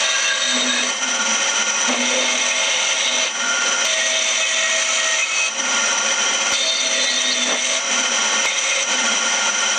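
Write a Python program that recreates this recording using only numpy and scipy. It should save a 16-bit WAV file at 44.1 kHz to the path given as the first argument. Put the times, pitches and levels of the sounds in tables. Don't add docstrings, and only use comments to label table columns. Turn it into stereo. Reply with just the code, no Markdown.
import sys
import numpy as np
from scipy import signal
from scipy.fft import rfft, irfft, next_fast_len
from scipy.io import wavfile
from scipy.ndimage import uniform_filter1d, map_coordinates

SR = 44100
rng = np.random.default_rng(int(sys.argv[2]) if len(sys.argv) > 2 else 0)


def int16_out(signal):
    q = np.round(np.clip(np.atleast_2d(signal).T, -1, 1) * 32767)
    wavfile.write(sys.argv[1], SR, q.astype(np.int16))


N = 431298

# start in seconds, end in seconds, tooth rate in Hz,
# relative levels of tooth tone, rasp and sawdust hiss in dB, surge at the exit in dB,
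# band slack afterwards in seconds, relative level of the flapping afterwards in dB.
CUTS = [(0, 0.91, 643, -39.5, -32, -34, -4, 0.4, -35), (1.881, 3.286, 643, -43.5, -33.5, -37, 5, 0.35, -39),
        (3.848, 5.491, 645.8, -36, -29.5, -32, -3.5, 0.095, -33.5),
        (6.534, 7.79, 650, -39.5, -32, -32.5, 1, 0.08, -32.5),
        (8.455, 8.835, 637, -57, -35.5, -36, -1, 0.044, -32)]


def amp(db):
    return 10 ** (np.asarray(db) / 20)


def unit(x):
    return x / np.sqrt(np.mean(x ** 2) + 1e-20)


def clock():
    return np.arange(N) / SR


def along(points, hz):
    point_hz, values = np.transpose(points)
    return np.interp(np.log(hz + 1), np.log(point_hz + 1), values)


def wobble(rate_hz, size=N):
    t = np.arange(size) / SR
    coarse_t = t[::32]
    knots = rng.standard_normal(int(size * rate_hz / SR) + 4)
    coarse = map_coordinates(knots, [coarse_t * rate_hz])
    return np.interp(t, coarse_t, coarse)


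def gate(t, start, end, edge_s):
    return np.clip(np.minimum(t - start, end - t) / edge_s + .5, 0, 1)


def noise(colour_db, size=N):
    # frequency in Hz, side minus mid in dB.
    side_width = [(60, -31), (110, -15.5), (210, -20), (390, -21.5), (730, -8.5), (1370, -11), (2550, -7),
                  (4760, -7), (8900, -3.5)]
    m = next_fast_len(size, True)
    hz = np.fft.rfftfreq(m, 1 / SR)
    spectra = rfft(rng.standard_normal((2, m))) * amp(colour_db(hz))
    spectra = spectra * [np.ones(len(hz)), amp(along(side_width, hz))]
    mid, side = irfft(spectra, m)[:, :size]
    return np.array([mid + side, mid - side]) / np.std(mid)


def burst(start, end, colour_db, edge_s):
    t = np.arange(int(max(end - start, edge_s) * SR)) / SR
    return noise(colour_db, size=len(t)) * gate(t, edge_s / 2, t[-1] - edge_s / 2, edge_s)


def tone(hz):
    return np.sqrt(2) * np.sin(2 * np.pi * np.cumsum(hz) / SR)


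def add(track, start, sound):
    part = track[:, max(round(start * SR), 0):][:, :sound.shape[1]]
    part += sound[:, :part.shape[1]]


def below(x, edge_hz):
    m = next_fast_len(N + SR // 4, True)
    hz = np.fft.rfftfreq(m, 1 / SR)
    return irfft(rfft(x, m) / np.sqrt(1 + (hz / edge_hz) ** 120), m)[:, :N]


def frame_db(hz, in_kerf):
    # centre in Hz, width in Hz,
    # lift running free in dB, lift cutting in dB.
    modes = [(541.7, 46, 14.5, 0.5), (793, 13, 5.5, -10.5), (883, 29, 9.5, 11), (937, 21, 9, -10),
             (1124, 56, 9.5, -7), (1340, 116, 6, -6.5), (1407, 35, 13.5, 0.5), (1514, 43, 8, -4.5),
             (1843, 62, 12.5, 1.5), (2092, 110, 10, -1.5), (2510, 75, 8, 6), (2717, 35, 7.5, 12),
             (3051, 160, 12, 9), (3212, 102, 11.5, 11), (3550, 110, 3, 3.5), (3950, 120, 10, 3.5),
             (4570, 120, 3, 4.5), (5430, 59, 5, -3), (5640, 110, 6, 5), (5888, 49, -0.5, 8.5),
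             (5819, 125, 13, 4), (5943, 52, 13, 16.5), (6004.5, 59, 11.5, 12.5), (6170, 97, 7.5, 7),
             (6410, 200, -5, 11.5), (6750, 180, 5, 1.5), (6800, 90, -1.5, 1.5), (7900, 88, 6, -12),
             (8304, 224, 14, 9.5), (8673, 414, 29, 17.5)]
    return sum((held_db if in_kerf else free_db) / (1 + (2 * (hz - centre) / width) ** 2)
               for centre, width, free_db, held_db in modes)


def peak_db(hz, centre, width):
    return -20 * np.log10(1 + ((hz - centre) / width) ** 2 * 2)


def in_wood():
    return sum(gate(clock(), start, end, 0.024) for start, end, *_ in CUTS)


def feed():
    # centre in seconds, half length in seconds,
    # change of the tooth tone in dB.
    eases = [(.6, .05, -4), (0.813, .03, -5), (4.035, 0.037, -8), (4.352, 0.021, -12), (5.3, 0.096, -15),
             (7.63, 0.057, -5)]
    entry_db, entry_s = 1, .06
    exit_s = 0.072
    rasp_share = 0.086
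    t = clock()
    gains = np.zeros((3, N))
    for start, end, _, tooth_db, rasp_db, hiss_db, surge_db, *_ in CUTS:
        entry = entry_db * np.exp(-abs(t - start) / entry_s)
        surge = surge_db * np.exp(-abs(end - t) / exit_s)
        levels = amp([tooth_db + surge, rasp_db + entry + surge, hiss_db + entry])
        gains += gate(t, start, end, 0.013) * levels
    ease = sum(db * np.exp(-((t - centre) / half) ** 2) for centre, half, db in eases)
    return gains * amp([ease, rasp_share * ease, rasp_share * ease])


def cutting(rasp_db, dust_db, tooth_db, hum_db, hum_hz, bite, grain_db):
    # frequency in Hz, colour in dB.
    rasp_colour = [(20, -61.5), (160, -64), (220, -17.5), (420, -19), (700, -47), (1100, 3.5), (1650, -5.5),
                   (2100, 6), (2900, -3), (3700, -0.5), (4500, -3.5), (5200, -15), (6000, -7),
                   (6800, -32.5)]
    # frequency in Hz, colour in dB.
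    dust_colour = [(3500, -50.5), (5200, 2), (5600, 6.5), (6400, 7.5), (7100, 9), (7900, 2.5), (8800, -13)]
    # tightest at seconds, relative hum level in dB,
    # rise in dB per second, fall in dB per second.
    pinches = [(.58, -25.5, 129, 37), (1.91, -29, 303.5, 27), (3.14, -40.5, 154, 104), (4.1, -46, 46, 34),
               (4.92, -47.5, 25, 59), (7.48, -33.5, 13.5, 44)]
    t = clock()
    tooth_gain, rasp_gain, dust_gain = feed()
    rate_points = [(s, hz) for start, end, hz, *_ in CUTS for s in (start, end)]
    rate_hz = np.interp(t, *np.transpose(rate_points))
    teeth = tone(rate_hz + 2.61 * wobble(25))
    force = amp(grain_db * wobble(22) + 1.22 * wobble(130)) * unit(1 + bite * teeth)
    tearing = noise(lambda hz: along(rasp_colour, hz) + frame_db(hz, in_kerf=True))
    tearing *= amp(rasp_db) * rasp_gain
    spray = noise(lambda hz: along(dust_colour, hz) + frame_db(hz, in_kerf=True))
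    spray *= amp(dust_db + 0.99 * wobble(25)) * dust_gain
    pinch = in_wood() * sum(amp(db - np.maximum(rise * (s - t), fall * (t - s)))
                            for s, db, rise, fall in pinches)
    hum = amp(hum_db + 3.0 * wobble(25)) * pinch * tone(hum_hz + 3 * wobble(18))
    singing = amp(tooth_db + 3.1 * wobble(20)) * tooth_gain * teeth
    return force * (tearing + spray) + singing + hum


def squeals(level_db, kerf_db, surge_db, lock_hz):
    # centre in Hz, width in Hz, relative level in dB.
    kerf_tones = [(543, 45, -42.5), (2154, 54, -38.5), (2560, 100, -39.5), (3653, 110, -39.5),
                  (3840, 100, -43), (7745, 25, -47)]
    # start in seconds, end in seconds, centre in Hz, glide in Hz per second,
    # width in Hz, relative level in dB, depth of random pulsing in dB (either sign).
    squeal_notes = [(0, 0.52, 1625, 6, 66, -31, 3), (0, 0.473, 1928, 1, 5.4, -32.5, -1.5),
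                    (0, 0.856, 3705, 2, 100, -28.5, 4.5), (0, 0.89, 1137, 0.5, 83, -38.5, -1.5),
                    (0, 0.297, 2720, -7, 54, -33.5, 1), (0, 0.896, 4240, -1.5, 500, -35, 1),
                    (0.308, .905, 7700, 1, 32, -37.5, 2.5), (0.663, .832, 1660, -300, 88, -31.5, 0.5),
                    (.752, 0.833, 2540, 2, 55, -31, 4), (0.872, 0.918, 4540, -1200, 70, -37, 2),
                    (1.965, 3.255, 2155, 2, 27, -37, 0), (2.001, 3.3, 902, 0.5, 55, -42.5, -0.5),
                    (2.028, 3.295, 3585, 0, 150, -36.5, 0), (2.113, 2.223, 529, 0, 39, -34, 3),
                    (2.499, 2.587, 2510, 0, 80, -31, 6), (2.608, 3.105, 2930, 2, 290, -35.5, 2),
                    (2.855, 2.925, 2750, -3500, 100, -34, 2), (3.035, 3.11, 3660, 2498, 76, -36, 2),
                    (3, 3.28, 3860, 303, 90, -36, 2), (3.192, 3.265, 4230, 0, 490, -39, 3),
                    (3.277, 3.302, 2595, 0, 30, -25.5, 1), (3.87, 5.35, 2210, -0.5, 17, -35, 0),
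                    (3.873, 4.69, 3580, 0, 169, -32, 1), (3.924, 4.153, 1880, -1, 18, -30.5, 5.5),
                    (3.982, 5.005, 2560, -1.5, 21, -33.5, 9), (4.357, 5.406, 6800, 1.5, 430, -34, 2),
                    (4.373, 4.61, 1910, 0, 40, -32.5, 2), (4.402, 5.503, 1320, 0.5, 44, -38, 4.5),
                    (4.635, 4.873, 1888, -1, 10, -30.5, 2.5), (4.981, 5.153, 1878, -150, 10, -29.5, 3.5),
                    (5.165, 5.237, 2100, 0, 36, -31.5, -3), (5.174, 5.25, 2535, 0, 40, -24.5, 7),
                    (5.205, 5.49, 4480, 0, 92, -40, 5), (5.306, 5.488, 2552, 0, 8.6, -25.5, 2.5),
                    (6.522, 6.903, 4410, -300, 330, -30.5, 3.5), (6.535, 6.896, 3610, 0, 72, -27, 1.5),
                    (6.555, 7.775, 2140, -0.5, 22, -38, 3), (6.695, 6.73, 4330, -3000, 80, -31, 1),
                    (6.764, 7.108, 4201, -900, 170, -33, 6), (6.884, 7.59, 3590, -41, 66, -29, 2),
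                    (6.906, 7.339, 1920, -250, 13, -34, 2), (6.916, 7.51, 4360, 2, 350, -34, 6),
                    (6.999, 7.11, 4000, -700, 64, -35, 3), (7.175, 7.305, 3750, 700, 70, -29.5, 7),
                    (7.625, 7.785, 7700, 0, 18, -42.5, 4), (8.461, 8.497, 2170, 2, 110, -26.5, -3),
                    (8.5, 8.84, 2120, -3, 91, -35, -3.5), (8.505, 8.84, 2480, 2, 67, -39.5, -4)]
    longest_swell_s = .06
    wander = 0.00249
    roam = 0.0978
    out = sum(amp(db + kerf_db + 2.6 * wobble(7.7)) * noise(lambda hz: peak_db(hz, centre, width))
              for centre, width, db in kerf_tones)
    for start, end, centre, glide, width, db, pulsing_db in squeal_notes:
        swell_s = min(longest_swell_s, max((end - start) / 3, .005))
        band = burst(start, end + swell_s, lambda hz: peak_db(hz, centre, width), edge_s=0.005)
        note = signal.hilbert(band)
        size = note.shape[1]
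        t = np.arange(size) / SR
        shift_hz = (wander * centre + roam * width) * wobble(14, size=size)
        shift_hz += glide * (t - t[-1] / 2)
        shifted = (note * np.exp(2j * np.pi * np.cumsum(shift_hz) / SR)).real
        envelope = gate(t, swell_s / 2, t[-1] - swell_s / 2, swell_s)
        envelope *= amp(pulsing_db * wobble(32.04, size=size))
        evenness = 1 / (1 + (width / lock_hz) ** 2)
        swing = (unit(abs(note.mean(axis=0))) + 0.43) ** evenness
        add(out, start - swell_s / 2, amp(db + level_db) * unit(envelope * shifted / swing))
    return out * in_wood() * amp(surge_db * wobble(13))


def free_saw(band_db, damped_db, whine_db, whine_hz, ring_db, flap_db, flutter_db):
    # frequency in Hz, colour in dB.
    guide_colour = [(20, -36), (160, -29), (205, -4.5), (300, -7.5), (450, -5.5), (800, -1), (1020, -2.5),
                    (1650, -4), (2400, 0), (4400, -7.5), (5200, -5), (6300, -1), (6900, -3.5), (7700, -12),
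                    (8800, -39)]
    # frequency in Hz, colour in dB.
    rattle_colour = [(145, -48), (190, -31.5), (218, 8), (255, 1.5), (290, -20.5), (400, -53)]
    # start in seconds, end in seconds, relative level in dB.
    ring_spans = [(0.995, 1.885, -36), (3.335, 3.863, -32.5), (5.587, 6.53, -35.5), (7.867, 8.46, -37),
                  (8.905, 9.85, -34)]
    # centre in Hz, waver in Hz, relative level in dB.
    ring_tones = [(1407, 18.9, -1.5), (1501, 15.8, -8)]
    slack_db = -3
    ring_edge_s = 0.034
    t = clock()
    held = in_wood()
    slack = sum(gate(t, end, end + slack_s, 0.081) for _, end, *_, slack_s, _ in CUTS)
    rub = noise(lambda hz: along(guide_colour, hz) + frame_db(hz, in_kerf=False))
    unevenness_db = flutter_db * wobble(45) + 0.096 * wobble(19)
    rub *= amp(band_db + damped_db * held + slack_db * slack + unevenness_db)
    whine = amp(whine_db + 1.5 * wobble(8.0)) * tone(whine_hz + 2.65 * wobble(11))
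    ringing = sum(amp(db + ring_db) * gate(t, start, end, ring_edge_s) for start, end, db in ring_spans)
    ring = sum(amp(db + 3.5 * wobble(60)) * tone(centre + waver * wobble(90))
               for centre, waver, db in ring_tones)
    rattle = amp(flap_db) * noise(lambda hz: along(rattle_colour, hz))
    return rub + whine + (1 - held) * (ringing * ring + rattle)


def board(drag_db, knock_db, knock_rise_s):
    # start in seconds, end in seconds, relative level in dB.
    drag_spans = [(0.55, 0.93, -35), (1.891, 2.425, -37.5), (3.116, 3.284, -40), (3.608, 3.854, -45),
                  (6.197, 6.526, -46.5), (6.597, 7.418, -38.5), (7.453, 7.584, -30)]
    # start in seconds, relative level in dB,
    # t60 in seconds, rings from Hz, bright up to Hz.
    knock_hits = [(1.888, -17.5, 0.23, 150, 1400), (1.928, -8, 0.05, 400, 4000),
                  (1.941, -10.5, 0.074, 300, 1000), (7.455, -17, 0.069, 200, 3000),
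                  (7.484, -17, 0.078, 200, 1700), (7.519, -12, 0.077, 200, 3020),
                  (7.527, -10.5, 0.11, 200, 3200), (8.4523, -2, 0.017, 500, 1450)]
    # frequency in Hz, colour in dB.
    scrape_colour = [(150, -63), (220, -1), (380, -7), (500, 5), (900, -7), (1300, -8), (2000, -1.5),
                     (5000, -37.5)]
    # frequency in Hz, colour in dB.
    wood_colour = [(130, -38), (220, -2), (380, -10), (600, 4.5), (850, -4), (1130, 3.5), (1550, -7),
                   (2300, 1), (3200, 0), (5000, -15), (9000, -25)]
    drags, knocks = np.zeros((2, N)), np.zeros((2, N))
    t = np.arange(SR // 4) / SR
    for start, end, db in drag_spans:
        scrape = burst(start, end, lambda hz: along(scrape_colour, hz), edge_s=0.0095)
        add(drags, start, amp(db + drag_db) * scrape)
    for start, db, t60_s, low_hz, bright_hz in knock_hits:
        def colour_db(hz):
            skirts = (hz / bright_hz) ** 6 + (low_hz / (hz + 1)) ** 6
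            return along(wood_colour, hz) - 10 * np.log10(1 + skirts)
        envelope = amp(db + knock_db - 60 * t / t60_s) * (1 - np.exp(-t / knock_rise_s))
        add(knocks, start, envelope * noise(colour_db, size=len(t)))
    return drags * amp(2.4 * wobble(50)) + knocks


def flapping(level_db, width_hz):
    first_hz, rest_hz, sag_s = 261.7, 207.6, 0.5
    delay_s, rise_s, fade_db_per_s = 0.0683, 0.1, 26
    out = np.zeros(N)
    for _, end, *_, db in CUTS:
        age = np.maximum(clock() - end - delay_s, 0)
        hz = rest_hz + (first_hz - rest_hz) * np.exp(-age / sag_s)
        swing = np.minimum(age / rise_s, 1) * amp(db + level_db - fade_db_per_s * age)
        out += swing * tone(hz + width_hz * wobble(60))
    return out * amp(1.9 * wobble(30)) * (1 - in_wood())


def ticks(thump_db, thump_t60_s, tick_t60_s):
    # start in seconds, relative thump level in dB, tick level in dB.
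    tick_times = [(1.884, -52, -45), (3.853, -44, -12), (6.5235, -38, -21), (8.458, -56, -18)]
    # frequency in Hz, colour in dB.
    thump_colour = [(20, 9), (90, 5), (200, 0), (500, 4), (2000, -56)]
    # frequency in Hz, colour in dB.
    tick_colour = [(500, -4), (3000, 11), (8000, -5), (11000, -10), (15000, -14)]
    out = np.zeros((2, N))
    t = np.arange(SR // 4) / SR
    for start, db, tick_db in tick_times:
        thump = noise(lambda hz: along(thump_colour, hz), size=len(t))
        tick = noise(lambda hz: along(tick_colour, hz), size=len(t))
        add(out, start, amp(db + thump_db - 60 * t / thump_t60_s) * thump)
        add(out, start, amp(tick_db - 60 * t / tick_t60_s) * tick)
    return out


def workshop(x, wet_db, t60_s):
    t = np.arange(SR // 4) / SR
    tail = noise(np.zeros_like, size=len(t)) * amp(-60 * t / t60_s) * (t > .003)
    tail /= np.linalg.norm(tail, axis=1, keepdims=True)
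    return x + amp(wet_db) * signal.fftconvolve(x, tail, axes=1)[:, :N]


def gain_control(x, target_db, most_db, release_db_per_s, window_s, attack_s):
    power = uniform_filter1d(np.mean(x ** 2, axis=0), max(int(window_s * SR), 1))
    level_db = 10 * np.log10(abs(power) + 1e-12)
    fall_db = release_db_per_s * clock()
    held_db = np.maximum.accumulate(level_db + fall_db) - fall_db
    gain_db = np.minimum(target_db - held_db, most_db)
    keep = np.exp(-1 / (attack_s * SR))
    return x * amp(signal.lfilter([1 - keep], [1, -keep], gain_db))


def scene():
    cut = cutting(rasp_db=8.0, dust_db=6.5, tooth_db=4.5, hum_db=0.0, hum_hz=249.0, bite=0.21, grain_db=0.46)
    singing = squeals(level_db=4.0, kerf_db=1.5, surge_db=1.5, lock_hz=69)
    saw = free_saw(band_db=-24, damped_db=-0.5, whine_db=-48, whine_hz=687.4,
                   ring_db=-1.5, flap_db=-51.5, flutter_db=1.12)
    wood = board(drag_db=4.0, knock_db=-2.5, knock_rise_s=0.0026)
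    flap = flapping(level_db=-5, width_hz=12.95)
    room = workshop(saw + flap + cut + singing + wood, wet_db=-14, t60_s=.3)
    return below(room, edge_hz=9200) + ticks(thump_db=1.0, thump_t60_s=0.046, tick_t60_s=0.005)


def record(dry):
    # frequency in Hz, left minus right in dB.
    mic_lean = [(60, -0.5), (190, 0), (280, 2.1), (410, 0.5), (600, 0.5), (890, -0.5), (1300, 0.5),
                (1910, -1), (2810, -4), (4120, -1.5), (6060, 0.5), (8900, 0.5)]
    m = next_fast_len(N + SR // 4, True)
    half_lean_db = along(mic_lean, np.fft.rfftfreq(m, 1 / SR)) / 2
    heard = irfft(rfft(dry, m) * amp([half_lean_db, -half_lean_db]), m)[:, :N]
    levelled = gain_control(heard, target_db=-16.5, most_db=6.5, release_db_per_s=32.5,
                            window_s=0.0059, attack_s=0.0019)
    return below(levelled, edge_hz=15100)


dry = scene()
out = record(dry)
int16_out(out)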